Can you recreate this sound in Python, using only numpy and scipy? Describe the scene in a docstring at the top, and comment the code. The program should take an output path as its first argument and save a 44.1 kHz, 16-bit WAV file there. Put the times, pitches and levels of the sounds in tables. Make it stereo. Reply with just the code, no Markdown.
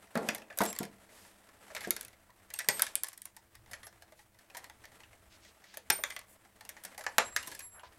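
"""Wooden box with loose hardware

A hollow wooden box is turned over in the hands above a bench, close to one microphone. A loose bracket
and nuts slide, drop and bounce against its panels, and ring thinly while they tumble free. There are a
few duller knocks, and fingers rub on the wood. Only the left channel carries sound."""
import sys
import numpy as np
from scipy import signal
from scipy.fft import rfft, irfft
from scipy.io import wavfile
from scipy.ndimage import uniform_filter1d

SR = 44100
rng = np.random.default_rng(int(sys.argv[2]) if len(sys.argv) > 2 else 0)


def log_audio(samples):
    """Write samples as a 16-bit WAV file to the path given in sys.argv[1]."""
    # one column per channel
    frames = np.atleast_2d(samples).T
    # limit to full scale, then quantise
    limited = np.clip(frames, -1, 1)
    pcm = np.round(limited * 32767).astype(np.int16)
    wavfile.write(sys.argv[1], SR, pcm)


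N = 352171
TIME = np.arange(N) / SR


def gain_of(db):
    """Decibels to amplitude."""
    return 10 ** (np.asarray(db) / 20)


def unit_rms(x):
    """Scales to an rms of one."""
    return x / np.sqrt(np.mean(x ** 2) + 1e-20)


def curve_at(points, hz):
    """Reads a curve on a log-frequency axis."""
    point_hz, value = np.transpose(points)
    return np.interp(np.log(hz + 1), np.log(point_hz + 1), value)


def add(mix, start_s, sound):
    """Mixes a sound in at its start time."""
    part = mix[max(round(start_s * SR), 0):][:len(sound)]
    part += sound[:len(part)]


def band(x, low_hz, high_hz, order=3):
    """Causal band-pass along the last axis."""
    return signal.sosfilt(signal.butter(order, [low_hz, high_hz], "band", fs=SR, output="sos"), x)


def resonate(x, hz, width_hz):
    """One resonance with a peak gain of one."""
    return signal.lfilter(*signal.iirpeak(hz, hz / width_hz, fs=SR), x)


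def equalise(x, curve):
    """Applies an EQ curve of (Hz, dB) points."""
    return irfft(rfft(x) * gain_of(curve_at(curve, np.fft.rfftfreq(len(x), 1 / SR))), len(x))


def drift(step_s, count=800):
    """A slow random curve that reaches a new value at every step."""
    return np.interp(TIME, step_s * np.arange(count), rng.standard_normal(count))


def at_level(bursts, db):
    """Sets the rms of the first 8 ms of each burst."""
    attack = bursts[..., :round(.008 * SR)]
    return bursts * gain_of(db) / np.sqrt(np.mean(attack ** 2, axis=-1, keepdims=True) + 1e-20)


# The fader ride of the rumble. Each row: time in seconds, level in dB.
RUMBLE_RIDE = [(0.0, -81), (0.64, -74), (1.78, -72.5), (2.53, -73), (3.25, -77), (3.58, -67), (4.25, -77),
               (4.67, -73), (4.89, -69.5), (5.71, -77.5), (6.09, -70), (6.78, -75.5), (7.3, -69),
               (7.99, -73)]
# The EQ of the rumble and of the room tone. 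Each row: frequency in Hz, gain in dB.
RUMBLE_EQ = [(15, -7), (40, -5), (66, 1), (95, -0.5), (125, -2), (155, -26), (300, -24.5), (600, -62.5)]
AIR_EQ = [(100, -1), (170, -4.5), (198, 15), (225, -11), (290, -15.5), (330, 15), (380, -17.5), (900, -9.5),
          (2000, -9.5), (3200, -16), (15000, -10.5)]


def background(rumble_trim_db=2, lumps_db=2, air_db=-72):
    """A bed of lumpy rumble from the moving hands and the room, with quiet room tone."""
    rumble_db = np.interp(TIME, *np.transpose(RUMBLE_RIDE)) + lumps_db * drift(step_s=.12)
    rumble = unit_rms(equalise(rng.standard_normal(N), RUMBLE_EQ))
    air = unit_rms(equalise(rng.standard_normal(N), AIR_EQ))
    return gain_of(rumble_db + rumble_trim_db) * rumble + gain_of(air_db) * air


# The tone of the reverb. Each row: frequency in Hz, gain in dB.
REVERB_EQ = [(150, -7.5), (600, -4), (1800, -10.5), (4000, -6.5), (8000, -10), (14000, -22.5)]
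# Its length. Each row: frequency in Hz, t60 in seconds.
REVERB_DECAY = [(200, 0.33), (700, 0.26), (2000, 0.25), (6000, 0.22), (14000, 0.16)]


def reverb(ringing, rattle, build_s=0.003, early_db=4, early_s=0.02, turn_hz=.9, scatter=.13):
    """Dense reflections in the box and the room; three tails crossfade as the box turns."""
    out, turn = np.zeros(N), 2 * np.pi * turn_hz * TIME
    # Each micro-impact takes its own paths, so a rattle's tail is diffuse.
    wander = uniform_filter1d(scatter * np.cumsum(rng.standard_normal(N)), size=40)
    for side in 2 * np.pi * np.arange(3) / 3:
        hz, frame_s, noise = signal.stft(rng.standard_normal(SR // 2), SR, nperseg=256)
        decay = gain_of(-60 * frame_s / curve_at(REVERB_DECAY, hz)[:, None])
        tail = signal.istft(noise * decay, SR, nperseg=256)[1]
        t = np.arange(len(tail)) / SR
        tail *= (1 - np.exp(-(t / build_s) ** 2)) * gain_of(early_db * np.exp(-t / early_s))
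        tail = equalise(tail / np.linalg.norm(tail), REVERB_EQ)
        send = ringing * np.cos(turn + side) + band(rattle * np.cos(wander + side), 380, 18000, order=2)
        out += np.sqrt(2 / 3) * signal.oaconvolve(send, tail[:SR * 2 // 5])[:N]
    return out


# The hollow voice of the box. Each row: mode frequency in Hz, level in dB, t60 in seconds.
BOX_MODES = [(199.3, -1, 0.22), (218, 3, 0.19), (250, 1, 0.1), (451, -4.5, 0.32), (587, -30, 0.15),
             (676, -5, 0.16), (910, -10.5, 0.12), (1008, -7.5, 0.27), (1126, -20, 0.152), (1394, -2, .15),
             (1570, -44, .14), (1760, -15, 0.29), (1897, -17.5, 0.14)]


def box_ring(lowest_hz=140):
    """The wooden box answers one blow; its ring is kept out of the deep bass."""
    t = np.arange(SR // 2) / SR
    modes = sum(gain_of(db - 60 * t / t60) * np.sin(2 * np.pi * hz * t) for hz, db, t60 in BOX_MODES)
    return band(modes, lowest_hz, 8000, order=2)


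def through_box(x, ring_db):
    """A sound made on the panels also sets the box's modes ringing."""
    ring = box_ring()
    return x + gain_of(ring_db) * signal.oaconvolve(x, ring / np.linalg.norm(ring))[:N]


# A palm changes its grip. Each row: start and end in seconds, level in dB, low and high cut in Hz.
PALM_SWIPES = [(1.036, 1.383, -62.5, 1500, 12400), (4.14, 4.26, -67, 1970, 12150),
               (5.285, 5.394, -63, 1270, 6500), (5.393, 5.533, -61.5, 1500, 7000),
               (5.601, 5.83, -63, 1350, 5800), (6.253, 6.377, -63.5, 6940, 14000),
               (7.719, 7.842, -57.5, 485, 1760), (7.82, 7.898, -60.5, 900, 4840)]


def palm_swipes():
    """Skin slides smoothly along the wood: a soft swell of friction."""
    out = np.zeros(N)
    for start, end, db, low_hz, high_hz in PALM_SWIPES:
        friction = unit_rms(band(rng.standard_normal(SR // 2), low_hz, high_hz))
        friction = friction[:round((end - start) * SR)]
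        add(out, start, gain_of(db) * friction * signal.windows.tukey(len(friction), .8))
    return out


# Loose parts skid as the box tilts. Each row: start and end in seconds, scrape and bounce levels in dB.
SKIDS = [(0.192, 0.431, -77, -56), (.6, 0.728, -51, -59), (.73, 0.885, -61, -54.5),
         (1.692, 1.904, -78, -59), (1.981, 2.056, -62, -71), (2.548, 2.658, -60, -55.5),
         (2.693, 2.956, -54.5, -68), (3.033, 3.126, -63, -64.5), (5.957, 6.203, -67, -55.5),
         (7.398, 7.628, -58, -61)]


def skid_envelope():
    """The scrape swells and fades as a part crosses a panel."""
    out = np.zeros(N)
    for start, end, db, _ in SKIDS:
        add(out, start, gain_of(db) * signal.windows.tukey(round((end - start) * SR), .8))
    return out


def light_contact(start, db, draws, hardness_db, depth_db, contact_s, scatter_db=4):
    """One row for clinks(), varied in force, hardness and the spot it strikes."""
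    force, hard, wood, panel = draws
    db += scatter_db * (2 * force - 1)
    hardness_db += 2 * scatter_db * (2 * hard - 1)
    return start, db, hardness_db, depth_db, contact_s, 600 * 2 ** wood, 1650 + 450 * panel


def bounces(hops=4):
    """A skidding part hops a few times at random: rows for clinks()."""
    rows = []
    for start, end, _, db in SKIDS:
        for k, (when, *draws) in enumerate(rng.random((hops, 5))):
            landing = start + (end - start) * (k + when) / hops
            rows.append(light_contact(landing, db, draws, hardness_db=-3, depth_db=-7, contact_s=.0014))
    return rows


# How hard the fingers rub while they turn the box. Each row: time in seconds, level in dB.
RUB_RIDE = [(0, -48), (.07, -65.5), (.25, -50.5), (.45, -69), (.8, -69), (.95, -63.5), (1.22, -64),
            (1.55, -66.5), (1.88, -56.5), (2.13, -68.5), (2.5, -68.5), (2.85, -57), (3.15, -73),
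            (3.58, -72), (3.82, -66), (4.25, -71.5), (4.72, -65.5), (5.25, -67), (5.56, -66), (5.82, -70.5),
            (6.08, -65.5), (6.28, -66.5), (6.62, -67.5), (7.08, -62.5), (7.45, -61), (7.679, -67.5),
            (7.99, -65.5)]
# The tone of friction on wood. Each row: frequency in Hz, gain in dB.
RUB_EQ = [(88, -31), (150, -0.5), (190, 3), (226, -9.5), (264, 1.5), (376, -5.5), (457, -3), (637, 0),
          (960, -4), (2020, -4), (2810, -15), (10200, -22.5), (16000, -8.5)]


def rubbing(slips_per_s=420, slip_share=0.88, slip_decay_s=0.012, slip_range_db=3.2):
    """Skin and metal slide over the wood grain in many tiny slips; the metal adds only rasp and hiss."""
    rub = gain_of(np.interp(TIME, *np.transpose(RUB_RIDE)) + drift(step_s=0.066))
    skid = skid_envelope()
    slipping = rng.random(N) < slips_per_s / SR
    slips = slipping * gain_of(slip_range_db * np.minimum(rng.exponential(1, N), np.pi))
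    grip = unit_rms(signal.lfilter([1], [1, -np.exp(-1 / (slip_decay_s * SR))], slips))
    friction = equalise(rng.standard_normal(N) * (1 - slip_share + slip_share * grip), RUB_EQ)
    body = rub * unit_rms(through_box(band(friction, 237, 2400), ring_db=-19))
    rasp = np.hypot(gain_of(-7) * rub, skid) * unit_rms(band(friction, 2670, 8280, order=5))
    hiss = np.hypot(gain_of(-8) * rub, gain_of(-3) * skid) * unit_rms(band(friction, 7670, 12000, 5))
    return body + rasp + hiss


def jostles(count=36, over_rub_db=3):
    """Fingertips and shifting parts tap faintly, as hard as the hands are working: rows for clinks()."""
    rows = []
    for k, (when, *draws) in enumerate(rng.random((count, 5))):
        start = (k + when) / count * N / SR
        db = np.interp(start, *np.transpose(RUB_RIDE)) + over_rub_db
        rows.append(light_contact(start, db, draws, hardness_db=-12, depth_db=-1, contact_s=.0036))
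    return rows


# Dull knocks with a short burst of low noise, and at 7.47 s a low rub played the same way; on two loud hits #
# it is the deep thud of the overloaded input. Each row: start in seconds, ring and burst levels in dB, burst #
# low cut in Hz, brightness in Hz, burst t60 in seconds, wall note in Hz, its level in dB.
KNOCKS = [(0.1542, -43, -32, 170, 1580, 0.12, 244, -43), (.167, -24.5, -42, 191, 1020, 0.031, 456, -35),
          (.21, -33.5, -44, 177, 800, 0.57, 205, -47), (.288, -30, -47, 190, 1470, .1, 253, -61),
          (0.6055, -24, -40, 257, 1290, 0.035, 433, -38), (0.615, -34, -35.5, 220, 1240, 0.23, 201, -34),
          (0.804, -29, -40, 151, 720, 0.11, 202.4, -41), (1.873, -35.5, -39.5, 184, 606, 0.017, 358, -42),
          (2.686, -52.5, -40, 45.1, 790, 0.071, 410, -42), (5.903, -65, -42.5, 55, 596, 0.021, 402, -41),
          (7.1836, -39, -47, 464, 1410, 0.067, 540, -42.5), (7.473, -72, -56, 128, 700, 0.43, 462, -58)]


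def knocks(note_t60=0.13, ring_trim_db=-12.5):
    """A blow rings the box's modes, and the note of the struck wall, over a short burst of low noise."""
    t, ring, out = np.arange(SR // 2) / SR, box_ring(), np.zeros(N)
    for start, ring_db, burst_db, low_hz, bright_hz, t60, note_hz, note_db in KNOCKS:
        burst = band(rng.standard_normal(len(t)) * gain_of(-60 * t / t60), low_hz, bright_hz)
        body = signal.lfilter(*signal.butter(1, bright_hz, fs=SR), ring)
        note = gain_of(note_db - 60 * t / note_t60) * np.sin(2 * np.pi * note_hz * t)
        add(out, start, at_level(burst, burst_db) + gain_of(ring_db + ring_trim_db) * body + note)
    return out


# The pitches of the three loose metal parts. Each row: lower and upper mode in Hz.
PART_MODES = [(8439, 12992), (8802, 13488), (7607, 11233)]
# Their sustain. Each row: t60 of the lower and upper mode in seconds.
PART_DECAYS = [(0.75, .4), (0.29, 0.7), (1, 0.86)]
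# Thin ringing between contacts. Each row: start and end in seconds, part index,
# levels of the lower and upper mode in dB, beat rate of the lower mode in Hz.
TUMBLES = [(.655, .765, 2, -42, -51, 12), (1.809, 1.84, 2, -68, -52, 18), (2.54, 2.687, 0, -49, -57, 23),
           (2.688, 2.714, 0, -35, -60, 28), (2.703, 2.821, 0, -41, -40, 9), (3.714, 3.76, 2, -63, -57, 18),
           (3.833, 3.865, 2, -70, -52, 18), (5.918, 6.037, 1, -30, -41, 33),
           (6.037, 6.104, 1, -50, -62, 14), (6.104, 6.19, 1, -49, -65, 12), (6.979, 7.18, 2, -64, -60, 14),
           (7.183, 7.24, 2, -46, -54, 20), (7.236, 7.363, 2, -47, -54, 15), (7.363, 7.606, 2, -52, -55, 14),
           (7.606, 7.81, 2, -53, -47, 11)]


def tumbling_metal(damping_s=0.0014, upper_beat_ratio=0.84, pair_share=.42):
    """A free part rings in two modes, turning its faces to and from the microphone, until it lands."""
    out = np.zeros(N)
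    for start, end, part, lower_db, upper_db, beat_hz in TUMBLES:
        flight_s = end - start
        t = np.arange(0, flight_s + 10 * damping_s, 1 / SR)
        gate = (1 - np.exp(-t / damping_s)) * np.exp(-np.maximum(t - flight_s, 0) / damping_s)
        rates = beat_hz, beat_hz * upper_beat_ratio
        for hz, t60, db, rate in zip(PART_MODES[part], PART_DECAYS[part], (lower_db, upper_db), rates):
            spin = np.exp(1j * np.pi * rate * t)
            pair = (1 - pair_share) / spin - pair_share * spin  # spin splits a mode into a beating pair
            tone = np.sqrt(2) * (pair * np.exp(2j * np.pi * (hz * t + rng.random()))).real
            add(out, start, gain_of(db - 60 * t / t60) * gate * tone)
    return out


# The four layers of a clink: wood, panel, clack, tick. Each row: low and high cut in Hz,
# t60 in seconds, resonance width in Hz, resonance level over the noise in dB.
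CLINK_LAYERS = [(415, 1860, 0.044, 48, 4), (1470, 2490, 0.086, 140, 7.5), (2780, 7300, 0.02, 270, -7.5),
                (7560, 14200, 0.0049, 2500, -5)]
# Metal strikes the panels; hardness lifts the tick and clack, depth lifts the low wood. Each row: start
# in seconds, strength, hardness and depth in dB, contact time in seconds, wood and panel notes in Hz.
CLINKS = [(0.154, -46, -3, 12.5, 0.0027, 600, 1640), (0.1743, -47, -1, 12, 0.0024, 664, 1570),
          (0.2876, -30.5, -9, -5.5, 0.0015, 670, 2500), (0.3482, -48.5, 9, -7, 0.0021, 680, 2020),
          (0.4188, -54, -20, -2, 0.0022, 650, 2530), (0.5012, -49, -53, -5, 0.0079, 674, 1720),
          (0.526, -54.5, -30, -11.5, 0.0027, 1240, 1700), (0.574, -58.5, 17.5, 10, 0.0037, 650, 1530),
          (0.5873, -41, 10, -7, 0.0016, 670, 1590), (0.6052, -38, -5.5, 9, 0.0072, 973, 1440),
          (0.6152, -41.5, 3, 2, 0.012, 670, 1480), (0.635, -45.5, 7, -1.5, 0.009, 670, 1970),
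          (0.6535, -51, 11, 5, 0.004, 920, 1420), (0.6613, -46, 4.5, -3, 0.0011, 635, 1670),
          (0.702, -53, 6, -10, 0.0022, 540, 2740), (0.7286, -48.5, 4, -3, 0.0005, 1060, 2040),
          (0.7628, -50, -1, -3, 0.0011, 1100, 1990), (0.7885, -47, 12.5, -6, 0.00085, 1070, 1710),
          (0.8303, -47, -1, -1, 0.0012, 660, 2120), (1.7029, -55, -20, 2.5, 0.015, 625, 1810),
          (1.7495, -44.5, -2.5, -2.5, 0.0066, 624, 2230), (1.7646, -40.5, -14, -5.5, 0.0039, 1310, 2040),
          (1.7738, -56, -3, -15, 0.0025, 610, 1760), (1.8073, -48, -2.5, -15, 0.0038, 730, 1980),
          (1.8381, -46, -14, -13, 0.0068, 1260, 1720), (1.8473, -43.5, -14, -16, 0.0056, 880, 1690),
          (1.907, -37.5, 13, -7, 0.00074, 1360, 2140), (1.9645, -44.5, 3, -14, 0.0011, 1090, 1610),
          (2.0101, -51.5, 10.5, -15, 0.0015, 1090, 1580), (2.03, -62, 8, -4, 0.0011, 527, 1960),
          (2.049, -57, 8.5, -13, 0.0014, 1145, 2400), (2.0818, -61, 6, -11, 0.001, 536, 1970),
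          (2.2948, -79, -32, 17.5, 0.0034, 980, 1800), (2.503, -53, -3, -8, 0.0036, 675, 1920),
          (2.5381, -48, 9, -9, 0.0024, 845, 2680), (2.5888, -40, 5, -12, 0.0042, 1320, 1780),
          (2.6027, -39, -28, -14, 0.0026, 690, 1830), (2.6873, -27, 4.5, -8, 0.0016, 875, 1950),
          (2.795, -38, 1, -1, 0.0015, 1320, 1610), (2.8208, -36, 15.5, -2.5, 0.00092, 1024, 1640),
          (2.8664, -42.5, -5, -25, 0.00091, 1070, 1660), (2.9547, -43.5, 17, -11.5, 0.0013, 580, 2390),
          (3.0344, -48.5, 18, -1, 0.0015, 1060, 1760), (3.0437, -48, 4, -7, 0.0012, 1080, 1790),
          (3.0692, -55, 2, -13, 0.0015, 1070, 1800), (3.0848, -57.5, 13.5, -3, 0.003, 1070, 1870),
          (3.1305, -58.5, 5.5, -6, 0.0048, 1030, 1880), (3.1762, -61, 11.5, -21, 0.0029, 630, 1900),
          (3.2185, -62, 16.5, -25, 0.0011, 650, 1890), (3.2543, -58, 15, -1, 0.002, 1095, 1840),
          (3.3653, -56.5, 3.5, -2, 0.0042, 867, 1860), (3.5519, -59.5, 2, -11.5, 0.003, 856, 1900),
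          (3.7117, -55.5, 3, -1, 0.0068, 670, 1850), (3.7331, -43.5, -8.5, -12, 0.0047, 595, 1800),
          (3.8307, -53, -6, -5, 0.0074, 1210, 1870), (3.868, -54.5, 3, -1, 0.0053, 675, 1700),
          (4.022, -57, -3, -1, 0.0047, 713, 1670), (4.1214, -63.5, -3.5, 6.5, 0.004, 630, 2090),
          (4.1912, -61, -8, -3, 0.0065, 850, 1910), (4.3881, -62.5, -1.5, -18, 0.0046, 540, 1670),
          (4.4999, -57.5, -11, -4.5, 0.0038, 750, 2460), (4.5477, -49.5, -8, -2.5, 0.0075, 950, 1840),
          (4.5691, -50, 4.5, -3.5, 0.008, 750, 1910), (4.642, -52.5, -2.5, -5, 0.0029, 870, 1880),
          (4.6974, -53.5, -6.5, -2, 0.0019, 850, 1930), (4.8384, -55, -17, -6, 0.007, 880, 1830),
          (4.8541, -54, -6.5, -7, 0.0027, 580, 1980), (5.0038, -57, -14.5, -14.5, 0.0032, 870, 1980),
          (5.0346, -55.5, -34, -16, 0.0035, 880, 2700), (5.6395, -56.5, -14, -19, 0.0047, 685, 1950),
          (5.7407, -53.5, -5, -5, 0.0059, 862, 1760), (5.7716, -51.5, 9, 3, 0.0039, 645, 1800),
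          (5.9011, -28, -3, -25, 0.00042, 830, 1690), (5.9034, -29, 5, -5, 0.00046, 875, 1620),
          (5.988, -63.5, 2, 16.5, 0.0021, 635, 1980), (6.0373, -31, -6.5, -7, 0.001, 1160, 2000),
          (6.1044, -43.5, -6.5, -15, 0.0023, 1150, 2030), (6.1226, -51, -16, -8, 0.0018, 1120, 1980),
          (6.1643, -42, -7, -6, 0.0011, 1160, 2010), (6.6085, -54, -2.5, -3.5, 0.0042, 855, 1810),
          (6.6509, -58.5, 2, -2, 0.0038, 860, 2630), (6.691, -49.5, 5.5, -6.5, 0.0045, 630, 1860),
          (6.766, -53.5, -18, -4.5, 0.014, 846, 1900), (6.837, -58, 10.5, -9, 0.004, 910, 1740),
          (6.8496, -48.5, 5, -4, 0.0045, 720, 1770), (6.9256, -62, -23, -8, 0.0027, 775, 1940),
          (6.9775, -49.5, 1, 1.5, 0.01, 796, 1990), (6.993, -60, 6, 7, 0.004, 640, 2000),
          (7.0089, -49, -8.5, -3, 0.0056, 630, 1700), (7.0388, -52.5, -1, 3, 0.0053, 1310, 1790),
          (7.065, -32, -24, -4.5, 0.00083, 920, 1810), (7.1824, -23.5, -4, 3.5, 0.0015, 1193, 1390),
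          (7.3625, -29, -6.5, -8.5, 0.0037, 1250, 1760), (7.3687, -35.5, -10.5, -26, 0.0021, 1300, 1850),
          (7.4279, -49, -2, -7, 0.0044, 1020, 2800), (7.4725, -49, 6, -2, 0.0064, 1015, 1720),
          (7.5156, -49.5, -2, -8, 0.01, 920, 1700), (7.5496, -52, 3, -16, 0.0021, 544, 1670),
          (7.5915, -52, 7, -9, 0.0039, 1080, 2480), (7.6049, -51.5, -2.5, -11, 0.0049, 1050, 1650),
          (7.7953, -57, -29, -8, 0.00068, 880, 2920), (7.8324, -57, -30, 7.5, 0.01, 1000, 1574)]


def clinks(contacts, rise_share=0.014, chatter=0.46, light_db=-52, resonance_loss=0.12):
    """Each contact is a burst of micro-impacts; the panel's low resonances outlast the bright tick."""
    starts, strength, hardness, depth, contact_s, wood_hz, panel_hz = np.transpose(contacts)
    clack_db, tick_db = strength + 0.31 * hardness - .5, strength + hardness
    clack_hz = np.clip(4650 + 170 * hardness, 3100, 7400)  # harder contacts clack and tick higher
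    tick_hz = 13500 + 75 * tick_db
    levels = [strength + depth, strength, clack_db, tick_db]
    centres = [wood_hz, panel_hz, clack_hz, tick_hz]
    t, contact_s = np.arange(3000) / SR, contact_s[:, None]
    noise = rng.standard_normal((len(starts), len(CLINK_LAYERS) + 1, len(t)))
    impacts = np.exp(chatter * 4 * uniform_filter1d(noise[:, -1], size=16, axis=1))  # uneven grip
    hits, out = 0, np.zeros(N)
    for k, (low_hz, high_hz, t60, width_hz, resonance_db) in enumerate(CLINK_LAYERS):
        level = levels[k][:, None]
        fade_s = np.hypot(contact_s, t60 / np.log(1000))
        force = noise[:, k] * impacts * (1 - np.exp(-t / (rise_share * contact_s)))
        burst = band(force * np.exp(-t / fade_s), low_hz, high_hz)
        strikes = force * np.exp(-t / np.sqrt(contact_s * fade_s))
        notes = np.array([resonate(strike, hz, width_hz) for strike, hz in zip(strikes, centres[k])])
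        # A hard blow wakes many modes alike, so its note stands out less.
        note_db = resonance_db - resonance_loss * np.maximum(level - light_db, 0)
        hits = hits + at_level(at_level(burst, 0) + at_level(notes, note_db), level)
    for start, hit in zip(starts, hits):
        add(out, start, hit)
    return out


def scene():
    """The mix at the microphone; the right channel is silent."""
    rattle = clinks(list(CLINKS) + bounces() + jostles())
    wood, metal = knocks(), tumbling_metal()
    hands = rubbing() + palm_swipes()
    direct = through_box(rattle, ring_db=-21) + wood + metal + hands
    mix = direct + reverb(wood + gain_of(-1.5) * metal, rattle) + background()
    return np.array([2 * mix, np.zeros(N)])


def record(dry, cutoff_hz=16100):
    """The sharpest ticks overload the input; a steep low-pass then trims the top."""
    low_pass = signal.firwin(255, cutoff_hz, window=("kaiser", 8), fs=SR)
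    return signal.oaconvolve(np.clip(dry, -1, 1), low_pass[None], "same")


dry = scene()
out = record(dry)
log_audio(out)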